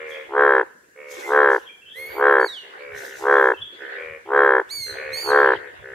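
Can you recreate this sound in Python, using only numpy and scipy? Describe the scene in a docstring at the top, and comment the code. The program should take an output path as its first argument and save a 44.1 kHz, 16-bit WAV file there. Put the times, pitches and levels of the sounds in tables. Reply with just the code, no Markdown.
"""A large frog croaks close by at the edge of a pond; neighbours and a distant chorus answer across the water.
Each croak is a roll of glottis openings; in each, the vocal cords snap shut a few times and ring throat and sacs.
A bird squeals in swept partials and hisses in shaped noise; another whistles far off, mostly through echoes.
Filtered noise makes a thin rustle and light wind on the two microphone ports."""
import sys
import numpy as np
from scipy import signal
from scipy.fft import rfft, irfft, next_fast_len
from scipy.io import wavfile
from scipy.ndimage import uniform_filter1d, map_coordinates

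SR = 44100
rng = np.random.default_rng(int(sys.argv[2]) if len(sys.argv) > 2 else 0)


def unload_audio(sound):
    """Save the sound as a 16-bit wav file, at the path given as the first command line argument."""
    columns = np.transpose(np.atleast_2d(sound))
    # keep every value between -1 and 1, then stretch to whole-number steps
    steps = np.round(np.clip(columns, -1, 1) * 32767)
    wavfile.write(sys.argv[1], SR, steps.astype(np.int16))


N = 261954
TIME = np.arange(N) / SR

# croaks of the near frog: (first opening [s], time to the last opening [s], relative effort [dB])
NEAR_CROAKS = [(0.2952, 0.3357, 0), (1.251, 0.33, 0), (2.1408, 0.3227, 0), (3.1976, 0.34, 0),
               (4.2627, .3543, 0), (5.234, 0.32, 0)]
# resonances of the swelling sacs at normal size: (frequency [Hz], relative level [dB], t60 [s])
SAC_MODES = [(1550, -4.5, 0.014), (1345, -5, 0.0098)]
# likeness of left and right in diffuse sound: (frequency [Hz], correlation [-1 to 1])
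DIFFUSE_LIKENESS = [(60, 0.56), (130, 1), (290, 0.99), (640, -0.28), (1410, -0.55), (3100, 0.25),
                    (6820, -0.39), (15000, 0.67)]


def amp(db):
    """Amplitude gain is the antilogarithm of a twentieth of the decibels."""
    return 10 ** (np.asarray(db) / 20)


def unit(x):
    """Normalisation to equal mean power: rms 1."""
    return x / np.sqrt(np.mean(x ** 2) + 1e-20)


def along(points, hz):
    """Interpolation of (frequency [Hz], value) points on a logarithmic frequency axis."""
    f, v = np.transpose(points)
    return np.interp(np.log(hz + 1), np.log(f + 1), v)


def level(rows, column=1):
    """An envelope linear in decibels, as gain per sample; practically silent outside the rows."""
    rows = np.array(rows)
    return amp(np.interp(TIME, rows[:, 0], rows[:, column], left=-200, right=-200))


def bursts(rows, rise_db_s, fall_db_s):
    """Exponential rise, hold and decay; the powers of the (start [s], hold [s], level [dB]) rows add."""
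    power = 0
    for s, hold, db in rows:
        before = np.maximum(s - TIME, 0)
        after = np.maximum(TIME - s - hold, 0)
        power = power + amp(db - rise_db_s * before - fall_db_s * after) ** 2
    return np.sqrt(power)


def wobble(rate):
    """Band-limited random modulation: a smooth curve through rate random knots a second."""
    return map_coordinates(rng.standard_normal(int(N * rate / SR) + 4), [TIME * rate])


def filtered(x, response):
    """Linear filtering: the spectrum is multiplied by a complex response of frequency."""
    m = next_fast_len(N + SR // 2)
    return irfft(rfft(x, m) * response(np.fft.rfftfreq(m, 1 / SR)), m)[..., :N]


def placed(x, side, lead):
    """Localisation by interchannel level and phase differences, shared equally by the two ports."""
    half = lambda hz: amp(along(side, hz) / 2) * np.exp(.5j * along(lead, hz))
    return filtered(x, lambda hz: np.array([half(hz), 1 / half(hz)]))


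def rush(spectrum, alike, patchy_db):
    """Coloured stereo noise of rms 1: mid-side mixing sets coherence, random gain makes patches."""
    z = signal.stft(rng.standard_normal((2, N + 512)), nperseg=512)[2]
    field = rng.standard_normal(z.shape[1:])
    field = uniform_filter1d(uniform_filter1d(field, 6, 0), 8, 1)
    pair = signal.istft(z * amp(patchy_db * unit(field)), nperseg=512)[1][:, :N]
    # the correlation of the channels is the cosine of twice this angle
    turn = lambda hz: np.arccos(np.clip(along(alike, hz), -1, 1)) / 2
    colour = lambda hz: amp(along(spectrum, hz)) * [np.cos(turn(hz)), np.sin(turn(hz))]
    mid, side = filtered(pair, colour)
    return unit(np.array([mid + side, mid - side]))


def echoes(x):
    """Diffuse reverberation: frequency-dependent decay of scattered noise, a new tail every fifth of a second."""
    # reverberation of banks and trees: (frequency [Hz], t60 [s])
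    pond_decay = [(300, 0.38), (1600, 0.598), (3400, 0.632), (9000, 0.61)]
    out, step = np.zeros((2, N + SR)), SR // 5
    for start in range(0, N, step):
        hz, t, z = signal.stft(rng.standard_normal((2, SR // 2)), SR, nperseg=256)
        decay = amp(-60 * t / along(pond_decay, hz)[:, None])
        tail = signal.istft(z * decay, SR, nperseg=256)[1]
        wet = signal.fftconvolve(x[None, start:start + step], tail / np.linalg.norm(tail[0]), axes=1)
        out[:, start:start + wet.shape[1]] += wet
    return out[:, :N]


def ring(modes, t, tuning, soft=0):
    """Modal decay after an impulse at t = 0; tuning scales the pitch, soft [s] rounds the start."""
    t = np.maximum(t, 0)
    rise = 1 - np.exp(-(t / (soft + 1e-9)) ** 2)
    return rise * sum(amp(db - 60 * t / t60) * np.sin(2 * np.pi * hz * tuning * t) for hz, db, t60 in modes)


def croak(opens, rows, sac_tuning, scatter_db, jitter):
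    """Source-filter voice: cord snaps in each glottis opening excite throat, sacs and head resonances."""
    # snaps of one opening, growing to the main one, then a weaker last one:
    # (delay from the main snap [cord cycles; the last row a share of its delay], relative size [dB],
    # width with taut cords at normal sac size [s], relative blow on the sacs [dB])
    snaps = [(-3, -17, .0002, -39), (-1.87, -5.5, .00018, -21.5), (-0.8152, -1.5, 0.00016, -10),
             (0.09, 0.32, 0.00013, 0.52), (1.38, -10.5, 0.00015, -10)]
    # throat at a cord rate of 520 Hz: (frequency [Hz], relative level [dB], t60 [s])
    throat = [(392.7, -8, 0.023), (1012, -13, 0.012), (768, -14.5, 0.017)]
    # faint upper resonances of the head: (central frequency [Hz], relative level [dB], t60 [s])
    head_modes = [(3237, -35, 0.028), (2710, -34.5, .013), (3830, -37.5, 0.014)]
    s, *columns = np.transpose(rows)
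    chance = rng.standard_normal((len(opens), 2 + len(snaps)))
    opens = (opens + jitter * chance[:, 0])[:, None]
    cord_hz, effort_db, slack, sacs_db, last, filling = (np.interp(opens, s, c) for c in columns)
    samples = np.floor(opens * SR).astype(int) + np.arange(-SR // 100, SR // 45)
    # the rasp is strongest when a croak has just swollen
    peak_s, spread_s = 0.1515, .09
    rasp = .35 + np.exp(-.5 * ((opens - opens[0] - peak_s) / spread_s) ** 2)
    head_tuning = 1 + 0.0083 * chance[:, -1:]
    body, head = 0, 0
    for k, (cycle, size_db, width, strike_db) in enumerate(snaps):
        stretch = last if k == len(snaps) - 1 else 1
        t = samples / SR - opens - cycle * stretch / cord_hz
        size = amp(effort_db + 18.5 + scatter_db * chance[:, 1 + k:2 + k])
        dip = np.exp(-.5 * (t * np.sqrt(sac_tuning) / (width * np.abs(slack))) ** 2)
        blow = size * amp(strike_db + sacs_db)
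        body += size * amp(size_db) * (ring(throat, t, cord_hz / 520) - dip)
        body += blow * ring(SAC_MODES, t, filling * sac_tuning)
        head += blow * rasp * ring(head_modes, t, head_tuning, soft=0.0017)
    heard = samples >= 0
    body, head = (np.bincount(samples[heard], part[heard], N + SR)[:N] for part in (body, head))
    # a frog is too small to radiate low notes, and its soft skin swallows high ones
    low_cut = lambda hz: 1 + (327 * np.sqrt(sac_tuning) / (hz + 1)) ** 14
    high_cut = lambda hz: 1 + (hz / (1846 * sac_tuning)) ** 16
    skin = lambda hz: 1 / np.sqrt(low_cut(hz) * high_cut(hz))
    # a narrow dip in the croak's spectrum near 630 Hz
    dip_630 = lambda hz: 1 - 0.43 * np.exp(-((hz - 630) / 80) ** 2)
    return filtered(body, lambda hz: skin(hz) * dip_630(hz)) + head


def neighbours():
    """Propagation over water: answering frogs lose a band to the bounce and partly arrive as echo."""
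    # calls: (first opening [s], length [s], mean opening rate [Hz, approximate], cord rate [Hz],
    # main sac pitch when normally filled [Hz], relative effort [dB], relative sac level [dB],
    # left-right level [dB], echoed share of power [0-1, held to 0.45 at most])
    calls = [ (-0.0445, .285, 77.76, 520, 2070, -36.5, -1, 2, 0.45),
             (0.963, 0.32, 71.77, 492, 2176, -40, -4, -4, 1),
             (1.96, 0.29, 73.62, 485.7, 2070, -42.5, -5.5, -5, 0.555),
             (2.622, 0.15, 66.6, 464.6, 1900, -49.5, 2.5, 1.5, 0.3),
             (2.781, 0.2, 70.53, 512, 2200, -39.5, -3.5, -3, 0.68),
             (2.919, .28, 67.26, 465.2, 1770, -42, 5, -2, 0.17),
             (3.793, 0.25, 67.33, 467.8, 1720, -38.5, 4, -3, 0.37),
             (3.962, 0.22, 79.85, 530.6, 2170, -38, 0.5, 4, 0.22),
             (4.868, 0.27, 66.64, 469, 1685, -39, 2.5, -1, 0.3),
             (4.96, .28, 74.67, 558, 2186, -37.5, 2, 0, 0.326),
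             (5.548, 0.1616, 71.28, 469.5, 1801, -41, 2, 8.5, 0.6),
             (5.829, 0.21, 65.1, 475, 1695, -39, 1.5, 0, 0.24), ]
    # the low body note carries well over water: (centre [Hz], width [Hz], gain of the added resonance [dB])
    hollow = (529, 80, 4)
    near, far = np.zeros((2, N)), np.zeros(N)
    for s, length, rate_hz, cord_hz, sac_hz, db, sacs_db, pan_db, share in calls:
        beats = np.arange(int(length * rate_hz) + 1) / rate_hz
        opens = s + beats * (.97 + .03 * beats / length)  # slows down along the call
        # (part of call [0-1], relative effort [dB], sac pitch [share of normal])
        shape = [(0, -12.5, .95), (.1, -3, 1.024), (.85, -5, 1.003), (1, -12.5, 1.0)]
        rows = [(s + part * length, cord_hz, db + swell_db, 1.1, sacs_db, 1.2, filling)
                for part, swell_db, filling in shape]
        voice = croak(opens, rows, sac_hz / SAC_MODES[0][0], scatter_db=.9, jitter=.00008)
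        share = np.clip(share, 0, .45)
        near += voice * amp([[pan_db / 2], [-pan_db / 2]]) * np.sqrt(1 - share)
        far += voice * np.sqrt(share)
    # the bounce off the water weakens a band of the direct sound
    bounce = lambda hz: 1 - 0.83 * np.exp(-((hz - 950) / 420) ** 2)
    centre, width, gain_db = hollow
    resonance = lambda hz: 1j * hz * width / (centre ** 2 - hz ** 2 + 1j * hz * width)
    carry = lambda hz: bounce(hz) * (1 + amp(gain_db) * resonance(hz))
    return filtered(near + echoes(far), carry)


def chorus():
    """Incoherent summation: frogs too far to tell apart merge into modulated, coloured noise."""
    # swells: (time [s], central level [dB])
    swells = [(0, -41), (.21, -44.5), (.6, -45), (.82, -67.5), (1.03, -61), (1.19, -39), (1.56, -45),
              (1.78, -60.5), (2.0, -59.5), (2.13, -37), (2.44, -48.5), (2.73, -45.5), (3.11, -41),
              (3.6, -56.5), (3.86, -44.5), (3.98, -38), (4.13, -50.5), (4.8, -48.5), (4.94, -43),
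              (5.54, -35), (5.65, -44), (5.94, -49.5)]
    # (frequency [Hz], relative level per Hz [dB])
    colour = [(120, -69.5), (200, -32), (377, -1.5), (443, -8), (486, -2.5), (1340, -9), (1450, -1),
              (1970, -6.5), (2230, -8.5), (2960, -11.5), (5000, -28.5), (6500, -46.5), (11000, -120)]
    return level(swells) * amp(2.0 * wobble(12)) * rush(colour, DIFFUSE_LIKENESS, patchy_db=4.5)


def rustle():
    """Stationary broadband noise: a thin rustle of leaves and distant insects."""
    # (frequency [Hz], relative level per Hz [dB])
    colour = [(88, -33), (150, -7.5), (290, -3.5), (491, 1.5), (950, -29.5), (1640, 5), (2560, -25.5),
              (4670, -18), (7310, -14), (8370, -18), (11000, -20), (15600, -28.5)]
    return amp(-57) * rush(colour, DIFFUSE_LIKENESS, patchy_db=-1.0)


def wind():
    """Turbulent pressure: low noise buffets the two ports partly independently, in breeze and gusts."""
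    # (time [s], hold [s], relative level [dB])
    gusts = [(.38, .01, -59.5), (2.05, 0.126, -63.5), (2.5, 0.0285, -66), (2.96, .01, -53),
             (3.26, .01, -54.5), (3.62, 0.011, -51), (4.1, .01, -53), (4.35, .03, -57.5), (4.81, .005, -47),
             (4.9, 0.026, -43.5), (5.13, .005, -46), (5.28, 0.0049, -49), (5.48, 0.013, -46.5),
             (5.77, 0.18, -47)]
    # (frequency [Hz], relative level per Hz [dB])
    rumble = [(12, -45.5), (25, -26), (60, -2.5), (135, -6), (155, -11.5), (179, -15), (260, -23),
              (340, -36), (570, -120)]
    lumps = amp(3.5 * np.array([wobble(14), wobble(7.9)]))
    buffeting = unit(lumps * rush(rumble, [(60, .2), (200, 0.61)], patchy_db=2.5))
    breeze = amp(-70 + 3 * wobble(3.3))
    return (breeze + bursts(gusts, rise_db_s=200.5, fall_db_s=250)) * buffeting


def squealing_bird():
    """Harmonic synthesis of gliding squeals, with turbulent noise for hisses and breath."""
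    # each squeal a list of: (time [s], central pitch [Hz], relative level [dB])
    squeals = [
        [(1.225, 1979, -51.5), (1.238, 2009, -35.5), (1.26, 2127, -32), (1.29, 2050, -36.5), (1.305, 1970, -52)],
        [(1.925, 1660, -65), (1.969, 2010, -37.5), (1.999, 2137, -36.5), (2.061, 2167, -34.5),
         (2.097, 2260, -39), (2.165, 2283, -37.5), (2.215, 2203, -45)],
        [(2.385, 2022, -67), (2.405, 2257, -52.5), (2.476, 2236, -38), (2.484, 1934, -36.5), (2.517, 1927, -41),
         (2.583, 1480, -38), (2.655, 1378, -52)],
        [(4.69, 1690, -55), (4.712, 2225, -32.5), (4.752, 2289, -34.5), (4.844, 2110, -33),
         (4.908, 2058, -40.5), (4.945, 1990, -51)],
        [(5.118, 1890, -54.5), (5.14, 2139, -32.5), (5.222, 2317, -34.5), (5.304, 2133, -34),
         (5.33, 1799, -57.5)],
    ]
    # voice of each squeal: (first partial [dB], its fading [dB/s], second partial [dB], upper partials [dB],
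    # top partials [dB], fading of upper and top [dB/s], pitch flutter [share of pitch]); levels are relative
    voices = [(0, -2, -30.5, -36, -30.5, -2, 0.01), (2, 35.5, -19, -30, -23.5, 0, .002),
              (5.5, 151, 0, -10, -23, 89, 0.01), (-10.5, 0, 0, -13, -24, 3.5, 0.01),
              (-3, 200, 0, -14.5, -24, 0, 0.01)]
    # upper and top partials: (partial number, relative level [dB])
    upper_partials = [(3, 1), (4, 1)]
    top_partials = [(5, 4), (6, 5.5), (7, -20)]
    # (time [s], hold [s], relative level [dB])
    hisses = [(.104, .005, -54), (1.12, .015, -45), (1.195, .01, -46.5), (1.28, 0.042, -49.5),
              (1.52, 0.025, -50.5), (2.975, .02, -45), (3.05, 0.014, -44), (3.17, .045, -46.5),
              (3.32, .17, -57.5)]
    # (frequency [Hz], relative level per Hz [dB])
    hiss_colour = [(2060, -27.5), (3500, 2), (4550, -2.5), (6030, 3), (7180, -1.5), (9220, -6.5),
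                   (12300, -6), (14000, -6.5), (15600, -25.5)]
    # the body around the microphones shades each port: (frequency [Hz], left-right level [dB])
    bird_side = [(60, -4.5), (110, -2), (200, 7.5), (380, 1.5), (700, 1.5), (1290, -12), (2380, -4),
                 (4400, -10.5), (8120, 9.5), (15000, 13.5)]
    # (frequency [Hz], phase lead of left over right [rad])
    bird_lead = [(100, .01), (2300, 1.02), (4400, .3), (6500, -.1), (8500, -2), (11000, 0.47),
                 (14000, 0.21)]
    voice = np.zeros(N)
    for rows, settings in zip(squeals, voices):
        first_db, fading_db, second_db, upper_db, top_db, dulling_db, rough = settings
        s, hz = np.transpose(rows)[:2]
        glide = uniform_filter1d(np.interp(TIME, s, hz), size=350)
        phase = 2 * np.pi * np.cumsum(glide * (1 + rough * wobble(300))) / SR
        upper, top = (sum(amp(db + 0.93 * wobble(44)) * np.sin(k * phase) for k, db in group)
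                      for group in (upper_partials, top_partials))
        elapsed = np.abs(TIME - s[0])
        tones = amp(first_db - fading_db * elapsed) * np.sin(phase)
        tones += amp(second_db) * np.sin(2 * phase)
        tones += amp(-dulling_db * elapsed) * (amp(upper_db) * upper + amp(top_db) * top)
        voice += np.sqrt(2) * amp(1.5 * wobble(60)) * level(rows, column=2) * tones
    puffs = bursts(hisses, rise_db_s=403, fall_db_s=130) * amp(wobble(70))
    # breath leaks around each squeal
    puffs += amp(-23.5) * np.sqrt(np.abs(uniform_filter1d(voice ** 2, size=3000)))
    hiss = puffs * rush(hiss_colour, [(5000, 0.47)], patchy_db=2.5) * amp([[1.8], [-1.8]])
    return placed(voice, bird_side, bird_lead) + amp(-4.5) * echoes(voice) + hiss


def whistling_bird():
    """Frequency-modulated sines in a reverberant field: short husky far notes, mostly echo."""
    # (start [s], length [s], central start pitch [Hz], central end pitch [Hz], relative level [dB])
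    notes = [ (0.105, 0.038, 3520, 3130, -36), (0.143, 0.027, 2576, 2380, -38),
             (1.65, 0.044, 3390, 3140, -40), (1.685, 0.0275, 2430, 2305, -38),
             (1.81, 0.04, 2650, 2716, -41.5), (1.854, 0.041, 3057, 3170, -36.5),
             (1.887, 0.046, 3335, 3420, -35), (3.349, 0.05, 3366, 3313, -34.5),
             (3.535, 0.024, 2630, 2650, -35), (3.565, 0.036, 3140, 3099, -32),
             (3.607, 0.041, 3506, 3290, -27.5), ]
    voice, flutter, throb = np.zeros(N), wobble(400), amp(4 * wobble(90))
    for s, length, start_hz, end_hz, db in notes:
        part = np.arange(int(length * SR)) / (length * SR)
        husk = 1 + .025 * flutter[round(s * SR):][:len(part)]
        phase = 2 * np.pi * np.cumsum((start_hz + (end_hz - start_hz) * part) * husk) / SR
        voice[round(s * SR):][:len(part)] += amp(db) * np.sin(np.pi * part) * np.sin(phase)
    return 0.43 * voice * throb + amp(-2.5) * echoes(voice * throb)


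def cord_breath(voice):
    """Turbulence follows flow change: air forced past the cords puffs treble with each snap."""
    # (frequency [Hz], relative level per Hz [dB])
    sheen = [(2500, -30), (3500, 0.5), (5000, -5.5), (6500, -5.5), (9000, -5), (13000, -1), (15500, 0)]
    slope = np.gradient(voice)
    puffs = np.sqrt(np.abs(uniform_filter1d(slope ** 2, size=60))) / np.abs(slope).max()
    return amp(-42.5) * puffs * rush(sheen, [(8000, .6)], patchy_db=4.5)


def frog():
    """Pulse-train phonation: openings come quickest when fully swollen, then slow to a late last one."""
    # every croak swells and dies alike: (time after the start [s], relative time between openings,
    # cord rate [Hz], relative effort [dB], slackness of the cords [1-2], relative sac level [dB],
    # stretch of the last snap's delay, sac pitch [share of normal: rises as they fill and tighten])
    swell = [(0, 14.7, 390, -50, 1.97, -19.5, .93, .55), (.042, 14.5, 428, -32.5, 1.45, -9, .94, .71),
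             (.064, 14.3, 472, -25.5, 1.3, -4.5, .95, .88), (.085, 14.1, 503, -21.5, 1.17, -3, .96, .97),
             (.125, 14.0, 516, -18.5, 1.1, -1.3, 1.066, 0.993),
             (0.169, 14.1, 514, -18.9, 1.12, -1.9, 1.12, 1.003),
             (.21, 14.35, 510.3, -19.5, 1.18, -0.46, 1.28, 1.016)]
    # the same columns, but the first is time before the end [s]
    fade = [(.065, 15.0, 500, -20, 1.18, -1.04, 1.32, 1.037),
            (.018, 15.4, 489.7, -23, 1.3, -0.2, 1.243, 1.056),
            (0.0021, 17.5, 437, -33, 1.6, -6.5, 1.25, 1.05)]
    # (frequency [Hz], left-right level [dB])
    frog_side = [(200, 1), (400, .4), (1300, 0), (2400, 1.5), (4400, 3)]
    # (frequency [Hz], phase lead of left over right [rad])
    frog_lead = [(100, .01), (700, 0.21), (1700, 0.75), (2500, 0.16), (3500, 0.48)]
    mean_period_s = .01465
    voice = np.zeros(N)
    for s, length, db in NEAR_CROAKS:
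        rising = [(s + t, *row) for t, *row in swell]
        dying = [(s + length - t, *row) for t, *row in fade]
        shape = np.array(rising + dying)
        even = np.linspace(s, s + length, round(length / mean_period_s) + 1)
        passed = np.cumsum(np.interp(even, shape[:, 0], shape[:, 1]))
        # the uneven spacing is scaled to fill the croak
        opens = s + length * (passed - passed[0]) / (passed[-1] - passed[0])
        rows = np.delete(shape, 1, axis=1)
        voice += amp(db) * croak(opens, rows, 1, scatter_db=.4, jitter=.00003)
    return placed(voice, frog_side, frog_lead) + amp(-21.5) * echoes(voice) + cord_breath(voice)


def sizzle():
    """A falling frequency sweep: a faint husky treble line sinks through the middle of each near croak."""
    middle_s, spread_s = .19, 0.055
    middle_hz, fall_hz_s = 12400, 14000
    t = TIME - middle_s - np.array(NEAR_CROAKS)[:, :1]
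    t = t[np.abs(t).argmin(axis=0), np.arange(N)]  # time from the nearest croak's middle
    sinking_hz = middle_hz - fall_hz_s * np.clip(t, -.3, .3)
    phase = 2 * np.pi * np.cumsum(sinking_hz * (1 + .006 * wobble(500))) / SR
    return amp(-63 + 4 * wobble(70)) * np.exp(-.5 * (t / spread_s) ** 2) * np.sin(phase)


def scene():
    """Superposition: frogs, birds, background and a faint falling treble line in each croak add."""
    background = neighbours() + chorus() + rustle() + wind()
    birds = squealing_bird() + whistling_bird()
    return background + birds + frog() + sizzle()


def small_body(x):
    """First-order high-pass response: the microphone loses a little bass below 60 Hz."""
    return filtered(x, lambda hz: 1j * hz / (1j * hz + 60))


def record(dry):
    """Saturation and band limiting: the loudest peaks are held near a ceiling, the extreme treble cut."""
    top_hz = 15740
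    clipped = small_body(dry) / (1 + np.abs(dry / 1.02) ** 40) ** (1 / 40)
    return filtered(clipped, lambda hz: hz < top_hz)


dry = scene()
out = record(dry)
unload_audio(out)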